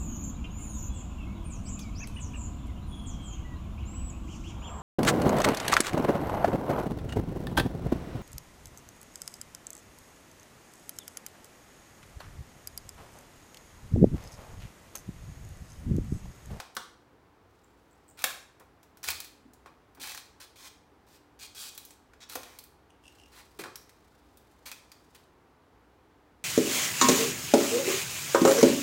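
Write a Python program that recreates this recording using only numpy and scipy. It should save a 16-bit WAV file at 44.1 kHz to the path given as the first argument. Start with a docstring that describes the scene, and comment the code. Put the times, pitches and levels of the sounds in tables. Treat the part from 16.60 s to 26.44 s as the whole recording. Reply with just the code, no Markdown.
"""In a garage, a green bamboo pole is split along the grain with a knife.
Fibres tear in fizzing runs and bundles let go in sharp cracks; these and blunt knocks excite the
modes of the hollow tube. The wet faces of the split squeak by stick and slip, the foot of the pole
bumps and the grip rustles. Hard walls reflect the pole's sound over a faint rumble and machine hum."""
import sys
import numpy as np
from scipy import signal
from scipy.fft import rfft, irfft
from scipy.io import wavfile
from scipy.ndimage import uniform_filter1d

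SR = 44100
rng = np.random.default_rng(int(sys.argv[2]) if len(sys.argv) > 2 else 0)


def wav_out(sig):
    """Save sig, one row per channel (or a flat mono array), as 16-bit PCM at SR to the path in sys.argv[1]."""
    wavfile.write(sys.argv[1], SR, np.round(np.clip(np.atleast_2d(sig).T, -1, 1) * 32767).astype(np.int16))


N = 433944

# spectrum of the distant rumble: f/Hz, level/dB
RUMBLE_SPECTRUM = [(20, -25), (40, -5), (75, 1.5), (115, -2.5), (180, -6.5), (290, -4), (430, -3),
                   (600, -9.5), (820, -6), (1400, -12), (2600, -21), (5000, -28), (9000, -35),
                   (15500, -36.5)]
# partials of the machine hum: f/Hz, level/dB
HUM_PARTIALS = [(59.2, -73), (251.5, -77.5), (294, -74.5)]
# blunt knocks on the pole: t/s, level/dB, thud/dB, hollow note f/Hz
KNOCKS = [(0.0, -24.5, -15.5, 730), (0.166, -22, -12.5, 1120), (0.1674, -22.5, -10.5, 1450),
          (1.641, -20.5, -9.5, 800), (2.003, -41, 0, 950), (3.059, -35.5, -2.5, 1107),
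          (3.372, -41.5, 0, 870), (5.755, -25.5, 0.5, 745), (5.757, -28.5, -1.5, 560), (6.992, -33, 9, 390),
          (7.037, -27, -6, 1676), (7.057, -32, 0, 1250)]
# modes of the hollow pole: f/Hz, bandwidth/Hz, level/dB
POLE_MODES = [(522, 37, 6), (727, 67, 3.5), (869, 12, 4.5), (1070, 80, 1.5), (1452, 180, 1.5),
              (1840, 260, -3), (2460, 190, 5), (3270, 200, -0.5), (3805, 100, -0.5), (4184, 190, -1.5),
              (4795, 116, -2), (5700, 270, -4.5), (8200, 400, -2)]
# reverberation time of the garage: f/Hz, t60/s
ROOM_T60 = [(150, 0.45), (1200, 0.4745), (8000, 0.4656), (15000, 0.3)]
# strength of its echoes: f/Hz, level/dB
ROOM_SPECTRUM = [(150, 1), (500, -0.5), (1200, -4.5), (4000, -2.5), (8000, -6), (15000, -7)]
# bundles snapping: t/s, level/dB, brightness/dB (fine fibres above 0, thick below), strip note f/Hz
CRACKS = [(0.15, -51.5, 4, 1500), (1.59, -47, -1, 3480), (1.62, -43.5, 1, 2500), (1.6394, -25.5, -5, 1740),
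          (1.6411, -24, 2.5, 2670), (1.702, -42, -7, 1500), (1.9976, -57.5, 1, 1500),
          (2.2294, -57.5, 0, 1540), (2.3707, -55.5, 1, 1510), (2.43, -44.5, -2, 5700),
          (2.4396, -36.5, 0.5, 1770), (2.4855, -28, -2.5, 2330), (2.503, -31, 2.5, 4170),
          (2.602, -38, 2, 4100), (2.6447, -47, 3, 1930), (2.934, -60.5, 4.5, 7100),
          (3.3482, -60, 2.5, 2360), (3.435, -44, -2, 1780), (3.472, -42, -1, 1800),
          (3.4944, -42, -1.5, 4000), (3.5175, -42.5, -2, 1950), (3.547, -40.5, -2.5, 1850),
          (3.5753, -40.5, -2.5, 4200), (5.15, -55, 6.5, 3840), (5.1768, -41, 3, 4000),
          (5.25, -53.5, 10, 6350), (5.306, -52, -2, 8000), (5.534, -59, -9.5, 1500),
          (5.6966, -43.5, 1, 4000), (5.7535, -39, 6.5, 6300), (5.8317, -45.5, -4, 3300),
          (5.987, -45.5, 4, 4400), (6.0377, -56, 8.5, 2190), (7.156, -42.5, 2, 5530),
          (7.293, -55, -2, 2010), (7.7716, -59, 6, 3500), (8.115, -38.5, -2.5, 2550),
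          (8.1253, -48, -4, 2450), (8.3169, -50, -2.5, 4700)]
# the foot of the pole taking the weight: t/s, level/dB, f/Hz, t60/s
BUMPS = [(0.166, -51.5, 215, 0.18), (2.47, -49.5, 79.4, 0.46), (2.851, -47.5, 259, 0.21),
         (3.375, -52, 273, 0.33), (5.69, -55, 295, 0.16), (5.755, -53, 85, 0.27), (6.994, -59, 128, 0.5),
         (6.992, -50, 228, 0.23)]
# glove and cloth brushing the pole: t/s, duration/s, level/dB
RUSTLES = [(0.846, 0.76, -77), (6.398, 0.65, -67.5), (7.259, 0.95, -72.5), (8.204, 0.48, -71)]
# wet faces slipping: t/s, duration/s, final level/dB, f/Hz, first gap between slips/s, build-up/dB
SQUEAKS = [(1.036, .012, -61, 7700, 0.0067, 3), (1.31, 0.028, -59, 7900, 0.0086, 6),
           (1.481, 0.03, -55, 7900, 0.0077, 0), (6.298, 0.0082, -57, 2970, 0.0055, 4),
           (6.438, 0.043, -48, 2826, .0074, 8), (6.574, 0.099, -56.5, 2810, 0.011, 4)]
# runs of tearing fibres: t/s, duration/s, peak level/dB, share of the run spent building up,
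# woody middle/dB, fizzy edge/dB, strip note f/Hz
TEARS = [(1.573, 0.052, -49, 0.82, 7, 3, 1310), (2.435, 0.05, -41, 0.25, -1, 5, 1440),
         (2.474, 0.049, -34, 0.079, -1, 1, 2400), (3.398, 0.12, -40, 0.17, -1, 1, 830),
         (3.497, 0.11, -47.5, 0.11, -10, 0, 809), (3.8, 0.052, -48, 0.073, 0.5, 1.5, 1750),
         (3.957, 0.13, -48, 0.91, -1, 0.5, 1080), (4.466, 0.11, -59, 0.83, -1, 2, 948),
         (4.791, 0.076, -44.5, 0.54, -3, 0.5, 2260), (4.948, 0.15, -41, 0.46, -6, 3, 1570),
         (5.092, 0.25, -58.5, 0.078, -5, 2, 3170), (5.604, 0.042, -47.5, 0.57, 0.5, -8, 1830),
         (5.689, 0.077, -46.5, 0.55, 1.5, 5, 1384), (5.762, 0.22, -58, 0.51, 6, 2, 1107),
         (6.719, 0.1, -52.5, 0.72, 5.5, 1, 990), (6.989, 0.033, -41, 0.14, 5, 3, 420),
         (8.056, 0.042, -43.5, 0.12, 3.5, 3, 2180), (8.547, 0.019, -52, .1, 4, 4, 950)]
# spectra of the three excitations: f/Hz, level/dB
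KNOCK_SPECTRUM = [(60, -28), (170, -8.5), (350, 2), (620, -5.5), (1200, -4), (2200, -9), (3200, -4),
                  (5000, 3), (9000, -4), (15500, -9.5)]
CRACK_SPECTRUM = [(60, -25), (200, -12.5), (450, -12), (900, -1.5), (2000, -0.5), (3200, -3), (6000, 0.5),
                  (9000, -2), (15500, -1.5)]
TEAR_SPECTRUM = [(100, -19), (320, -10), (560, -12.5), (830, -3.5), (2000, -2), (4000, 1.5), (5500, 1),
                 (7800, -1), (9500, -4), (15500, -6.5)]

BAND_LIMIT_HZ = 16000
FIRM_DB = -40  # reference level of a firm blow


def gain_of(db):
    """Amplitude grows tenfold for every 20 dB."""
    return 10 ** (np.asarray(db) / 20)


def unit_rms(x):
    """Normalisation to a mean power of 1."""
    return x / np.sqrt(np.mean(x ** 2) + 1e-20)


def curve_at(points, hz):
    """Linear interpolation of (f/Hz, value) points on a logarithmic frequency axis."""
    f, value = np.transpose(points)
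    return np.interp(np.log(hz + 1), np.log(f + 1), value)


def add(mix, start, sound):
    """Superposition: a sound joins the mix at its start time in seconds."""
    part = mix[max(round(start * SR), 0):][:len(sound)]
    part += sound[:len(part)]


def filtered(x, *curves, size=4096):
    """Minimum-phase filters in cascade: their (f/Hz, level/dB) curves add."""
    hz = abs(np.fft.fftfreq(size, 1 / SR))
    log_gain = np.log(gain_of(sum(curve_at(curve, hz) for curve in curves)))
    response = np.exp(np.conj(signal.hilbert(log_gain)))
    taps = np.fft.ifft(response).real
    return signal.fftconvolve(x, taps[:size // 2])


def resonance(centre_hz, width_share, db):
    """A Lorentzian peak added in power to a flat response, as an (f/Hz, level/dB) curve."""
    hz = np.linspace(0, SR / 2, 2049)
    detuning = 2 * (hz / centre_hz - 1) / width_share
    power = 1 + gain_of(db) ** 2 / (1 + detuning ** 2)
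    return np.transpose([hz, 10 * np.log10(power)])


def band_noise(n, hz, width_hz):
    """A resonance driven by white noise passes a narrow band."""
    f = np.fft.rfftfreq(n, 1 / SR)
    spectrum = rfft(rng.standard_normal(n)) / (1 + ((f - hz) / width_hz) ** 2)
    return unit_rms(irfft(spectrum, n))


def background(rumble_db=-62, waver=0.58):
    """Steady noise gives a distant rumble; hum partials waver by beating with narrow bands of noise."""
    slope = gain_of(curve_at(RUMBLE_SPECTRUM, np.fft.rfftfreq(N, 1 / SR)))
    rumble = irfft(rfft(rng.standard_normal(N)) * slope, N)
    t = np.arange(N) / SR
    hum = sum(gain_of(db) * (np.sin(2 * np.pi * hz * t) + waver * band_noise(N, hz, width_hz=2.7))
              for hz, db in HUM_PARTIALS)
    return gain_of(rumble_db) * unit_rms(rumble) + hum


def rattle(db, firm_t60_s, doubling_db, size=8192):
    """Scattering along the pole draws a blow out into a dying rattle, longer for a lighter blow."""
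    t = np.arange(size) / SR
    t60 = firm_t60_s * 2 ** ((FIRM_DB - db) / doubling_db)
    envelope = gain_of(-60 * t / max(t60, 0.004)) * (1 - np.exp(-(t / 0.0007) ** 2))
    x = rng.standard_normal(size) * envelope
    for _ in range(3):
        x = irfft(np.exp(1j * np.angle(rfft(x))))  # a sharp blow feeds all frequencies alike
        local_rms = np.sqrt(abs(uniform_filter1d(x ** 2, size=128)) + 1e-14)
        x *= envelope / local_rms
    return x / np.linalg.norm(x) * np.sqrt(SR / 100)  # the energy of 10 ms at rms 1


def knocks():
    """Impact excitation: a blunt contact sounds a hollow note, with a brighter edge the harder it is."""
    out = np.zeros(N)
    for start, db, thud_db, hz in KNOCKS:
        edge_db = -21 + 0.58 * (db - FIRM_DB)
        contact = [(400, thud_db), (900, 0), (2000, 0), (4500, edge_db)]
        blow = rattle(db, firm_t60_s=0.136, doubling_db=9.5)
        hollow_note = resonance(hz, width_share=0.2, db=6)
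        add(out, start, gain_of(db) * filtered(blow, KNOCK_SPECTRUM, contact, hollow_note))
    return out


def pole(x, direct_db):
    """Modal response: the tube rings at its modes, and a direct path carries sound between them."""
    hz = np.fft.rfftfreq(16384, 1 / SR)
    modes = sum(gain_of(db) ** 2 / (1 + (2 * (hz - f) / width) ** 2) for f, width, db in POLE_MODES)
    response = np.transpose([hz, 10 * np.log10(gain_of(direct_db) ** 2 + modes)])
    wall_antiresonance = resonance(2840, width_share=0.1, db=0) * [1, -1]  # inverted: a 3 dB dip
    return filtered(x, response, wall_antiresonance, size=8192)[:N]


def garage(x, onset_s=0.0017, paths=3):
    """Reverberation: each band decays at its own rate, and the echo paths shift as the pole is moved."""
    out = np.zeros(N)
    for k in range(paths):
        hz, t, noise = signal.stft(rng.standard_normal(SR * 2 // 3), SR, nperseg=256)
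        decay = gain_of(-60 * t / curve_at(ROOM_T60, hz)[:, None]) * (1 - np.exp(-(t / onset_s) ** 2))
        band_energy = (decay ** 2).sum(1, keepdims=True) * t[1] * SR
        decay *= gain_of(curve_at(ROOM_SPECTRUM, hz))[:, None] / np.sqrt(band_energy)
        tail = signal.istft(noise * decay, SR, nperseg=256)[1]
        crossfade = np.cos(np.pi * (np.arange(N) / SR / 2 + k / paths)) * np.sqrt(2 / paths)
        out += signal.oaconvolve(x * crossfade, tail)[:N]
    return out


def bundle_tone(middle_db, edge_db):
    """Source size sets the spectrum: thick bundles give a woody middle, fine fibres a bright edge."""
    return [(2100, middle_db), (3300, 0), (7000, 0), (10500, edge_db)]


def strip_modes(ripple_db, points=55):
    """Each length of freed strip has its own modes: random peaks and dips, as an (f/Hz, level/dB) curve."""
    ripple = ripple_db * np.sin(2 * np.pi * rng.random(points))
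    return np.transpose([np.linspace(0, BAND_LIMIT_HZ, points), ripple])


def cracks():
    """Brittle fracture: a bundle releases its strain in one sharp snap, and the freed strip rings."""
    out = np.zeros(N)
    for start, db, bright_db, hz in CRACKS:
        bundle = bundle_tone(middle_db=-2.5 - bright_db, edge_db=bright_db)
        strip = resonance(hz, width_share=0.12, db=8), strip_modes(ripple_db=2.5)
        snap = rattle(db, firm_t60_s=0.04, doubling_db=40.5)
        add(out, start, gain_of(db) * filtered(snap, CRACK_SPECTRUM, bundle, *strip))
    return out


def bumps(width_share=0.12, rise_s=0.013):
    """Damped vibration: a low, soft bump swells and dies as the foot of the pole takes the weight."""
    out, t = np.zeros(N), np.arange(SR // 2) / SR
    for start, db, hz, t60 in BUMPS:
        envelope = gain_of(db - 60 * t / t60) * (1 - np.exp(-t / rise_s))
        add(out, start, envelope * band_noise(len(t), hz, width_share * hz))
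    return out


def fibres(n, spread_db, stutter_hz, stutter_db, snaps_per_s=12000):
    """Shot noise: a dense stream of tiny snaps, bunched in strength by stick and slip at a loose rate."""
    snap_db = spread_db * np.minimum(rng.exponential(1, n), 4)
    bunching_db = stutter_db * band_noise(n, stutter_hz, stutter_hz / 2)
    polarity = rng.choice([-1, 1], n)
    snapping = rng.random(n) < snaps_per_s / SR
    return unit_rms(gain_of(snap_db + bunching_db) * polarity * snapping)


def rustles():
    """Sliding friction: the grip shifts in faint, uneven scrapes and ticks."""
    out = np.zeros(N)
    for start, duration, db in RUSTLES:
        n = round(duration * SR)
        scrape = fibres(n, spread_db=3.5, stutter_hz=30.2, stutter_db=4) * signal.windows.tukey(n, 0.2)
        add(out, start, gain_of(db) * filtered(scrape, TEAR_SPECTRUM))
    return out


def squeaks(slip_rise_s=0.0015, slowing=1.22, width_share=0.075, overtone_db=-8, uneven_db=2.5):
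    """Stick-slip friction: short hoarse chirps with overtones come ever slower as the strain builds."""
    out, t = np.zeros(N), np.arange(1024) / SR
    swell = t / slip_rise_s * np.exp(1 - t / slip_rise_s)
    for start, duration, db, hz, gap, build_db in SQUEAKS:
        elapsed = 0
        while elapsed < duration:
            slip_db = db - build_db * (1 - elapsed / duration) + uneven_db * rng.standard_normal()
            rasp = sum(gain_of(overtone_db * (k > 1)) * band_noise(len(t), k * hz, k * k * hz * width_share)
                       for k in (1, 2, 3) if k * hz < SR / 2)
            add(out, start + elapsed, gain_of(slip_db) * swell * rasp / np.sqrt(2))
            elapsed += gap
            gap *= slowing
    return out


def tears(build_db=8.5, fall_db=6, width_share=0.15, ring_db=7, overtone_db=-1.6, sag=0.04):
    """Crack propagation: parting fibres fizz and ring the strip, whose notes sag as it grows longer."""
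    out = np.zeros(N)
    for start, duration, db, build_share, middle_db, edge_db, hz in TEARS:
        progress = np.arange(0, duration, 1 / SR) / duration
        force = gain_of(db - np.interp(progress, [0, build_share, 1], [build_db, 0, fall_db]))
        stream = force * fibres(len(progress), spread_db=2, stutter_hz=380, stutter_db=2.5)
        spectra = TEAR_SPECTRUM, bundle_tone(middle_db, edge_db), strip_modes(ripple_db=1.5)
        # the higher note fades into the lower
        for share, note_hz in (1 - progress, hz * (1 + sag)), (progress, hz * (1 - sag)):
            strip = [resonance(k * note_hz, width_share / k, ring_db + overtone_db * k)
                     for k in range(1, 7)]
            add(out, start, filtered(share * stream, *spectra, *strip))
    return out


def scene():
    """Superposition of the bamboo, its echoes, the bumps and the background in one channel."""
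    splitting = pole(cracks() + tears(), direct_db=0)  # surface snaps pass freely between the modes
    knocking = pole(knocks(), direct_db=-3.5)  # blows on the whole tube pass less
    bamboo = splitting + knocking + squeaks() + rustles()
    return (bamboo + garage(bamboo) + bumps() + background())[None]


def record(dry):
    """Band limiting: a linear-phase low-pass filter removes the highest treble."""
    lowpass = signal.firwin(401, BAND_LIMIT_HZ, window=("kaiser", 8), fs=SR)
    return signal.oaconvolve(dry, lowpass[None], "same")


dry = scene()
out = record(dry)
wav_out(out)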